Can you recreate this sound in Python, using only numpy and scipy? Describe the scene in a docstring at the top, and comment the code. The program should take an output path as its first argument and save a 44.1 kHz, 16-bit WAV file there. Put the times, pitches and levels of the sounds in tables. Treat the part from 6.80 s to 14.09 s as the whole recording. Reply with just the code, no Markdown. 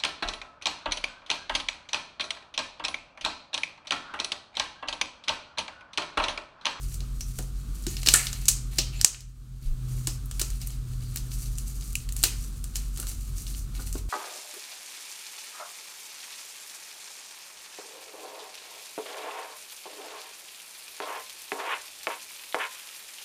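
"""Thin rubber gloves are pulled on close to a desk microphone in a small room with a steady machine hum.
First the film slides and crinkles over the skin (filtered grains of noise) and small folds flick open.
From 1.3 s the stretched cuff snaps back on the wrist (millisecond noise bursts). The hardest snap, at 2.2 s,
drives the recorder's limiter down, and the room swells back over most of a second. A hand wafts past at 2.9 s.
More snaps come around 5.1 to 5.4 s, then pulls and flicks to the end. Soft knocks and brief rings run between."""
import sys
import numpy as np
from scipy import signal
from scipy.fft import rfft, irfft
from scipy.io import wavfile
from scipy.ndimage import uniform_filter1d

SR = 44100
rng = np.random.default_rng(int(sys.argv[2]) if len(sys.argv) > 2 else 0)


def materialize(psi):
    """Save the field psi as 16-bit PCM at rate SR to the path in sys.argv[1].

    A 1-D psi becomes a single channel; in a 2-D psi each row is a channel.
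    """
    bounded = np.clip(np.atleast_2d(psi).T, -1, 1)
    quanta = np.round(bounded * 32767).astype(np.int16)
    wavfile.write(sys.argv[1], SR, quanta)


N = 321489
T = np.arange(N) / SR  # time in seconds

# Levels in the tables are relative, because later steps may shift them.
# Cuff and fingertip snaps. Each row: start in seconds, level in dB, film pitch in Hz, spread in octaves,
# length in seconds, broad slap on the skin in dB, share sent to the room in dB.
SNAPS = [(1.2608, -16.5, 4940, 0.68, 0.0032, -2, 3), (1.272, -7, 4240, 0.5, 0.0026, -6, -14),
         (1.2862, -2, 5000, 0.77, 0.0023, -9, -4), (1.3377, -2, 7780, 0.43, 0.0044, -4, -5),
         (1.357, -12.5, 8040, 0.39, 0.0033, -11, 3.5), (1.682, -7, 6900, 0.72, 0.009, -17, -2.5),
         (1.984, -12.5, 4900, 0.74, 0.0073, -13, -1.5), (2.2125, -8.5, 6000, 0.58, 0.0017, -15, -9),
         (2.246, 20, 6600, 0.55, 0.002, -9, -12), (2.275, -10, 6500, 0.54, .0015, -18, -10),
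         (3.595, -20.5, 6700, 1.6, 0.0036, -7, 0.5), (5.1298, -27, 8500, 0.79, .001, -30, -8),
         (5.1533, -17.5, 7340, 0.75, 0.0029, -18, -5.5), (5.1538, -21.5, 2870, 0.25, 0.0023, -20, -13),
         (5.4296, -8, 9050, 0.18, 0.00081, -19.5, -7), (5.4363, -7.5, 5830, 1.24, 0.0047, -11, -2)]
# Folds flicking open. Each row: start in seconds, level in dB, film pitch in Hz, low-mid share in dB.
FLICKS = [(0.142, -25, 7000, -30), (0.205, -26.5, 4600, -30), (0.408, -22, 6100, -12),
          (0.587, -20.5, 7200, -9), (1.066, -17.5, 5800, -4), (1.1675, -20.5, 4640, -30),
          (1.231, -21.5, 5000, -10), (1.468, -15, 4520, -14), (1.5286, -18.5, 5450, -9),
          (1.655, -19.5, 6330, -25), (2.345, -18.5, 3040, -22), (2.4057, -20, 5990, -24),
          (3.271, -12.5, 7100, -11.5), (3.458, -31.5, 11500, -30), (3.5118, -23.5, 6900, -10),
          (3.6141, -12, 6300, -19), (3.7025, -25.5, 7900, -11), (3.8152, -24, 6300, -30),
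          (3.8718, -22.5, 9200, -30), (3.904, -29.5, 5770, -17), (4.359, -18, 11000, -10.5),
          (4.3714, -19.5, 6100, -20), (4.7833, -21, 6950, -36), (4.88, -28.5, 8100, -25),
          (5.2894, -25, 6880, -7), (5.323, -22.5, 9100, -23), (5.3647, -20, 8300, -21),
          (5.8407, -23, 8100, -14), (5.956, -16.5, 6200, -15), (5.9654, -20.5, 8000, -15),
          (6.1735, -23.5, 8250, -14), (6.199, -19, 9300, -17), (6.2284, -26, 7560, -7),
          (6.269, -23.5, 7040, -10), (7.1267, -22.5, 7300, -23)]
# Pulls of the film over the skin. Each row: start in seconds, length in seconds, swish level in dB,
# tightness (drag over swish) in dB.
PULLS = [(0.0, .16, -45.5, -11), (0.338, 0.3, -46.5, -11.5), (0.748, 0.06, -54.5, -8),
         (0.937, 0.13, -46.5, -8.5), (1.08, 0.15, -40.5, -5), (1.249, 0.097, -28.5, -9),
         (1.359, .11, -35.5, -6.5), (1.472, 0.25, -46.5, -2.5), (1.906, 0.098, -42.5, -3.5),
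         (2.119, .12, -46, 3), (2.806, 0.063, -48.5, -5), (3.069, 0.29, -48, -11), (3.53, 0.24, -48, -8),
         (3.792, 0.15, -48, -5), (4.058, 0.52, -50, -9), (4.499, 0.17, -40, -13.5),
         (4.701, 0.22, -44.5, -12), (4.943, 0.16, -42, -14), (5.12, .11, -46, -7), (5.357, 0.11, -38, -8),
         (5.52, 0.16, -45.5, -21), (5.701, 0.56, -51.5, -11.5), (5.929, 0.098, -50, -5),
         (6.161, .15, -39.5, -10), (6.33, 0.22, -48, -10), (6.553, 0.076, -39.5, -12.5),
         (6.657, 0.053, -40.5, -10), (6.737, 0.076, -42, -18), (6.937, 0.087, -43, -4.5),
         (7.054, .13, -42.5, -10.5)]
# Tone colour of the bright swish. Each row: frequency in Hz, level in dB.
SWISH_COLOUR = [(1470, -25.5), (2500, -16.5), (3440, -17.5), (4800, 0), (5190, -3.5), (5650, 3),
                (8330, 0.5), (9580, 2.5), (10700, -2.5), (14100, -4.5), (16000, -14.5)]
# Tone colour of the lower, tight drag. 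Each row: frequency in Hz, level in dB.
DRAG_COLOUR = [(300, -18.5), (800, -8.5), (1300, -20), (2000, -6), (2900, -4), (4300, 3.5), (6000, -14.5),
               (10000, -29.5)]
# Tone colour of the broad slap under a snap or flick. Each row: frequency in Hz, level in dB.
SLAP_COLOUR = [(100, -9.5), (300, -0.5), (800, -6.5), (1050, -5.5), (1350, 0), (2200, -2.5), (3500, 7.5),
               (8000, 5.5), (15000, -6.5)]
# Brief rings of taut film and the air it cups. Each row: start in seconds, level in dB, pitch in Hz,
# glide in octaves per second, width in Hz, time to the peak in seconds.
RINGS = [(0.408, -24, 5820, 0, 450, 0.002), (1.067, -27.5, 203, 0, 50, 0.0047),
         (1.067, -30, 309, 0, 50, .005), (1.067, -35.5, 6600, 0, 700, 0.017),
         (1.3388, -23.5, 1407, 0, 203.5, 0.0036), (1.338, -23, 2049, 0, 878, 0.0078),
         (1.369, -35.5, 2200, -.7, 703, 0.022), (1.983, -24, 5500, 0, 500, 0.0081),
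         (1.986, -29.5, 3210, 0, 700, 0.0061), (2.125, -48, 2650, 1.5, 602, 0.019),
         (2.141, -46, 7180, 0, 700, 0.029), (3.273, -37, 5260, 0, 700, 0.016),
         (3.513, -45, 3320, 0, 350, 0.0038), (4.221, -51.5, 4840, -2, 450, 0.038),
         (5.436, -40, 401, 0, 200, 0.0091)]
# Soft knocks of the hands. Each row: start in seconds, level in dB, pitch in Hz, scuff in dB, decay in seconds.
BUMPS = [(0.207, -46.5, 364, -21, 0.019), (0.588, -28, 242, -8, 0.013), (1.274, -24.5, 186, -11, 0.013),
         (1.34, -32.5, 334, 2, 0.012), (1.985, -25.5, 222.5, -18, 0.012), (3.271, -27.5, 287, -11, 0.0076),
         (3.612, -32, 272, 2, 0.01), (5.435, -29.5, 388, 1, 0.0072), (6.189, -33.5, 175, -5, 0.013),
         (6.229, -37, 172, 1, 0.0094), (6.993, -34, 254, 1, 0.011), (7.153, -24.5, 290, -10, 0.0062)]
# Air pushed at the microphone by a passing hand. One row: middle in seconds, level in dB, length in seconds.
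WAFT = (2.9, -22, 0.054)
# Presence of the desk and microphone, heard on every glove sound. Each row: frequency in Hz, level in dB.
PRESENCE = [(1000, -2), (2900, -2), (3500, -8.5), (4200, -5), (5200, -8.5), (6500, -7), (8700, -5),
            (10800, -7), (14000, -3), (16000, -6)]
# How long the room rings. Each row: frequency in Hz, time to fade by 60 dB in seconds.
ROOM_FADE = [(200, 0.45), (1400, 0.47), (4000, 0.38), (8000, 0.34), (15000, 0.23)]
# Tone colour of the fan air. Each row: frequency in Hz, level in dB.
AIR_COLOUR = [(100, -26), (170, -5.5), (250, -5.5), (400, -15), (600, -24.5), (950, -26.5), (1250, -17.5),
              (1900, -29), (3400, -25.5), (4200, -24), (5300, -27), (8500, -24), (10700, -30),
              (14300, -30.5), (16000, -37.5)]
# Tone colour of the low rumble. Each row: frequency in Hz, level in dB.
RUMBLE_COLOUR = [(18, -23.5), (28, -5), (35, -0.5), (50, 0.5), (62, -19), (74, -11), (84, -3.5), (98, -8),
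                 (108, -18), (135, -7.5), (155, -15), (220, -28.5), (400, -57)]
# Machine hum; the two lowest tones beat. Each row: frequency in Hz, level in dB.
HUM = [(40.05, -42), (47.15, -34.5), (237, -59)]
# Middle level of the drone over time. Each row: time in seconds, level in dB.
DRONE_LEVEL = [(0, -45), (1.0, -46), (1.9, -40), (2.7, -38), (3.25, -34), (3.6, -46), (4.15, -39.5),
               (4.8, -45.5), (7.29, -50.5)]

PULL_ATTACK_S, PULL_RELEASE_S = 0.018, 0.033
RESTING_DB = -62  # between pulls the film barely stirs
AIR_DB, RUMBLE_DB = -52.5, -39.5
DRONE_HZ, DRONE_SAG_HZ_PER_S = 129.6, 1.4  # starting pitch and how fast it sinks
TOP_HZ = 16000  # the recorder keeps little above this


def undb(db):
    """Turn decibels into gain."""
    return 10 ** (np.asarray(db) / 20)


def unit(x):
    """Scale to an average (rms) strength of 1."""
    return x / np.sqrt(np.mean(x ** 2) + 1e-20)


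def on_log_axis(points, hz):
    """Read (Hz, value) points at any frequencies, with pitch spaced as we hear it."""
    f, value = np.transpose(points)
    return np.interp(np.log(hz + 1), np.log(f), value)


def colour(x, points):
    """Filter with a smooth response given as (Hz, dB) points."""
    gain = undb(on_log_axis(points, np.fft.rfftfreq(len(x), 1 / SR)))
    return irfft(rfft(x) * gain, len(x))


def noise(size=N):
    """Plain white noise."""
    return rng.standard_normal(size)


def walk(rate):
    """Slow random wandering with rms 1, taking `rate` new values a second."""
    k = int(SR / rate)
    steps = np.repeat(noise(N // k + 1), k)
    smooth = uniform_filter1d(uniform_filter1d(steps, k), k)
    return unit(smooth[:N])


def add(track, s, sound):
    """Mix a (direct, room) pair into a track at a time in seconds."""
    i = max(int(s * SR), 0)
    track[:, i:i + sound.shape[1]] += sound[:, :N - i]


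def crack(hz, octaves, length, slap_db, size=2048):
    """The film flaps for a few ms round its own pitch, over a broad slap.
    Returns the jagged wave toward the microphone and the smooth average over all directions for the room."""
    t, f = np.arange(size) / SR, np.fft.rfftfreq(size, 1 / SR)
    octaves_away = np.log2((f + 1) / hz)
    film = unit((1 + (octaves_away / octaves) ** 2) ** -1.5)
    slap = undb(slap_db) * unit(undb(on_log_axis(SLAP_COLOUR, f)))
    spectrum = np.hypot(film, slap)
    envelope = (1 - np.exp(-t / 0.0008)) * np.exp(-(t / length) ** 2)
    burst = irfft(rfft(noise(size)) * spectrum) * envelope
    # a short smooth pulse, moved 32 samples late so that its first half fits
    average = np.roll(irfft(spectrum), 32) * (t < 0.003)
    return np.array([unit(burst), unit(average)]) * np.sqrt(length * SR / size)


def snaps():
    """Stretched rubber whips back on the skin; gives the direct sound and what enters the room."""
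    out = np.zeros((2, N))
    for s, db, hz, octaves, length, slap_db, room_db in SNAPS:
        add(out, s, undb([[db], [db + room_db]]) * crack(hz, octaves, length, slap_db))
    return out


def flicks(gain_db=-3.0, slap_db=7, length=0.0024, size_exponent=0.43, octaves=0.8, room_db=-4):
    """Small folds pop over, the smallest fastest: quieter pops are shorter."""
    out = np.zeros((2, N))
    typical_db = np.median([row[1] for row in FLICKS])
    for s, db, hz, low_db in FLICKS:
        pop_length = length * undb(db - typical_db) ** size_exponent
        pop = crack(hz, octaves, pop_length, min(low_db + slap_db, 0))
        add(out, s, undb(gain_db) * undb([[db], [db + room_db]]) * pop)
    return out


def stroke(start, length):
    """Speed of one pull: it speeds up, holds and dies away."""
    attack = np.clip((T - start) / PULL_ATTACK_S, 0, 1)
    release = np.exp(-np.maximum(T - start - length, 0) / PULL_RELEASE_S)
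    return attack * release


def slips(rate, scatter_db, rub):
    """Many tiny stick-slip releases over a smooth rub; scatter makes their strengths more uneven."""
    size = undb(scatter_db * np.minimum(rng.exponential(size=N), 4))
    happens = rng.random(N) < rate / SR  # `rate` releases a second on average
    grains = happens * size * noise()
    return unit(unit(grains) + rub * noise())


def sliding(swish_db=0.0, drag_db=-1, room_db=-4, flutter_db=2.5):
    """Each pull drags the film over the skin: a bright crinkly swish, and a lower rasp where it is tight."""
    swish_power, drag_power = undb(RESTING_DB) ** 2, 0
    for start, length, db, tight_db in PULLS:
        power = (undb(db) * stroke(start, length)) ** 2
        swish_power = swish_power + power
        drag_power = drag_power + power * undb(tight_db) ** 2
    swish = unit(colour(slips(rate=1100, scatter_db=0.0, rub=0.7), SWISH_COLOUR))
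    drag = unit(colour(slips(rate=340, scatter_db=1.5, rub=0.61), DRAG_COLOUR))
    swish = undb(swish_db) * np.sqrt(swish_power) * swish
    drag = undb(drag_db) * np.sqrt(drag_power) * drag
    return (swish + drag) * undb(flutter_db * walk(50)) * undb([[0], [room_db]])


def crinkles(over_pull_db=9, scatter_db=3, hz=5500, pitch_octaves=0.65, octaves=0.6, length=0.0015,
             slap_db=-14, room_db=-4, count=2):
    """Each pull pops a few tiny creases at chance moments, louder the harder it is."""
    out = np.zeros((2, N))
    for start, span, db, _ in PULLS:
        moments = rng.random(count)
        variations = rng.uniform(-0.7, 1, (count, 2))
        for when, (size, pitch) in zip(moments, variations):
            pop = crack(hz * 2 ** (pitch_octaves * pitch), octaves, length, slap_db)
            gain = undb(db + over_pull_db + scatter_db * size)
            add(out, start + when * span, gain * undb([[0], [room_db]]) * pop)
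    return out


def rings(gain_db=-1, room_db=-4, size=12288):
    """A heavily damped resonance of the stretched glove, kept going by the rubbing: half tone, half hiss."""
    out, t = np.zeros((2, N)), np.arange(size) / SR
    for s, db, hz, glide, width_hz, rise in RINGS:
        # slow complex noise makes the tone waver; its first half lets the filter settle
        lowpass = signal.butter(2, width_hz / 2, fs=SR)
        rub = signal.lfilter(*lowpass, noise(2 * size) + 1j * noise(2 * size))[size:]
        swell = t / rise * np.exp(1 - t / rise)
        turns = np.cumsum(hz * 2 ** (glide * t)) / SR
        tone = swell * np.real(rub * np.exp(2j * np.pi * turns))
        level = undb(db + gain_db) * np.sqrt(np.mean(swell ** 2))
        add(out, s, level * undb([[0], [room_db]]) * unit(tone))
    return out


def bumps(gain_db=-3, room_db=-4, skin_db=-5, size=4096):
    """Hand meets hand: a dull, quickly damped knock with a scuff of skin."""
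    out, t = np.zeros((2, N)), np.arange(size) / SR
    scuff_colour = [(300, -24.0), (700, -9.5), (1350, 13.5), (2200, -11.0), (5000, -37)]
    for s, db, hz, scuff_db, decay in BUMPS:
        body_colour = [(hz / 3, -25), (hz * 0.8, -2), (hz, 0), (hz * 2, -12), (hz * 4, -20), (hz * 12, -50)]
        body = unit(colour(noise(size), body_colour))
        scuff = undb(min(scuff_db, 3) + skin_db) * unit(colour(noise(size), scuff_colour))
        knock = (body + scuff) * (1 - np.exp(-t / 0.0012)) * np.exp(-t / decay)
        add(out, s, undb(db + gain_db) * undb([[0], [room_db]]) * knock)
    return out


def waft():
    """A hand sweeps past the microphone and pushes a little air at it: a soft low gust."""
    s, db, length = WAFT
    gust = unit(colour(noise(), [(15, -28), (28, -1), (40, -9.0), (60, -33), (200, -69)]))
    return undb(db) * gust * np.exp(-((T - s) / length) ** 2)


def room(x, size=24576):
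    """Strong early returns from desk and walls, then a short tail whose treble dies first."""
    t, f = np.arange(size) / SR, np.fft.rfftfreq(size, 1 / SR)
    spectrum, tail = rfft(noise(size)), 0
    for hz, fade_s in ROOM_FADE:
        # each band blends smoothly into its neighbours
        share = on_log_axis([(other, float(other == hz)) for other, _ in ROOM_FADE], f)
        tail = tail + irfft(spectrum * share) * np.exp(-np.log(1000) * t / fade_s)
    early_boost = 1 + 1.46 * np.exp(-t / 0.018)
    tail = tail * (t > 0.002) * early_boost
    return signal.fftconvolve(x, tail / np.sqrt(np.sum(tail ** 2)))[:N]


def drone():
    """A drone through the walls sinks slowly in pitch, wavers, and swells and fades."""
    s, db = np.transpose(DRONE_LEVEL)
    pitch_hz = DRONE_HZ - DRONE_SAG_HZ_PER_S * T + 1.0 * walk(6)
    tone = unit(np.sin(2 * np.pi * np.cumsum(pitch_hz) / SR))
    return undb(np.interp(T, s, db) + 2.4 * walk(6)) * tone


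def background():
    """Fan air and low rumble are filtered noise; the machine hum is steady tones, joined by the drone."""
    air = undb(AIR_DB + 1.0 * walk(9.4)) * unit(colour(noise(), AIR_COLOUR))
    rumble = undb(RUMBLE_DB) * unit(colour(noise(), RUMBLE_COLOUR + [(2000, -100)]))
    hum = sum(undb(db) * unit(np.sin(2 * np.pi * (hz * T + rng.random()))) for hz, db in HUM)
    return air + rumble + hum + drone()


def scene():
    """The gloves, their reflections and the room's own sound."""
    direct, sent = snaps() + flicks() + sliding() + crinkles() + rings() + bumps()
    gloves = colour(direct + room(sent), PRESENCE)
    return (gloves + waft() + background())[None]


def record(dry, threshold_db=-3, release_db_per_s=19, size=88):
    """A limiter drops at once on overload and recovers slowly; what is left over clips."""
    power = uniform_filter1d(dry[0] ** 2, size)  # averaged over about 2 ms
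    level_db = 10 * np.log10(np.maximum(power, 1e-12))
    over_db = np.maximum(level_db - threshold_db, 0)
    # hold the largest cut so far, letting go at a steady rate
    recovered_db = release_db_per_s * T
    cut_db = np.maximum.accumulate(over_db + recovered_db) - recovered_db
    clipped = np.clip(dry * undb(-cut_db), -1, 1)
    lowpass = signal.ellip(8, 0.2, 70, TOP_HZ, fs=SR, output="sos")
    return signal.sosfilt(lowpass, clipped)


dry = scene()
out = record(dry)
materialize(out)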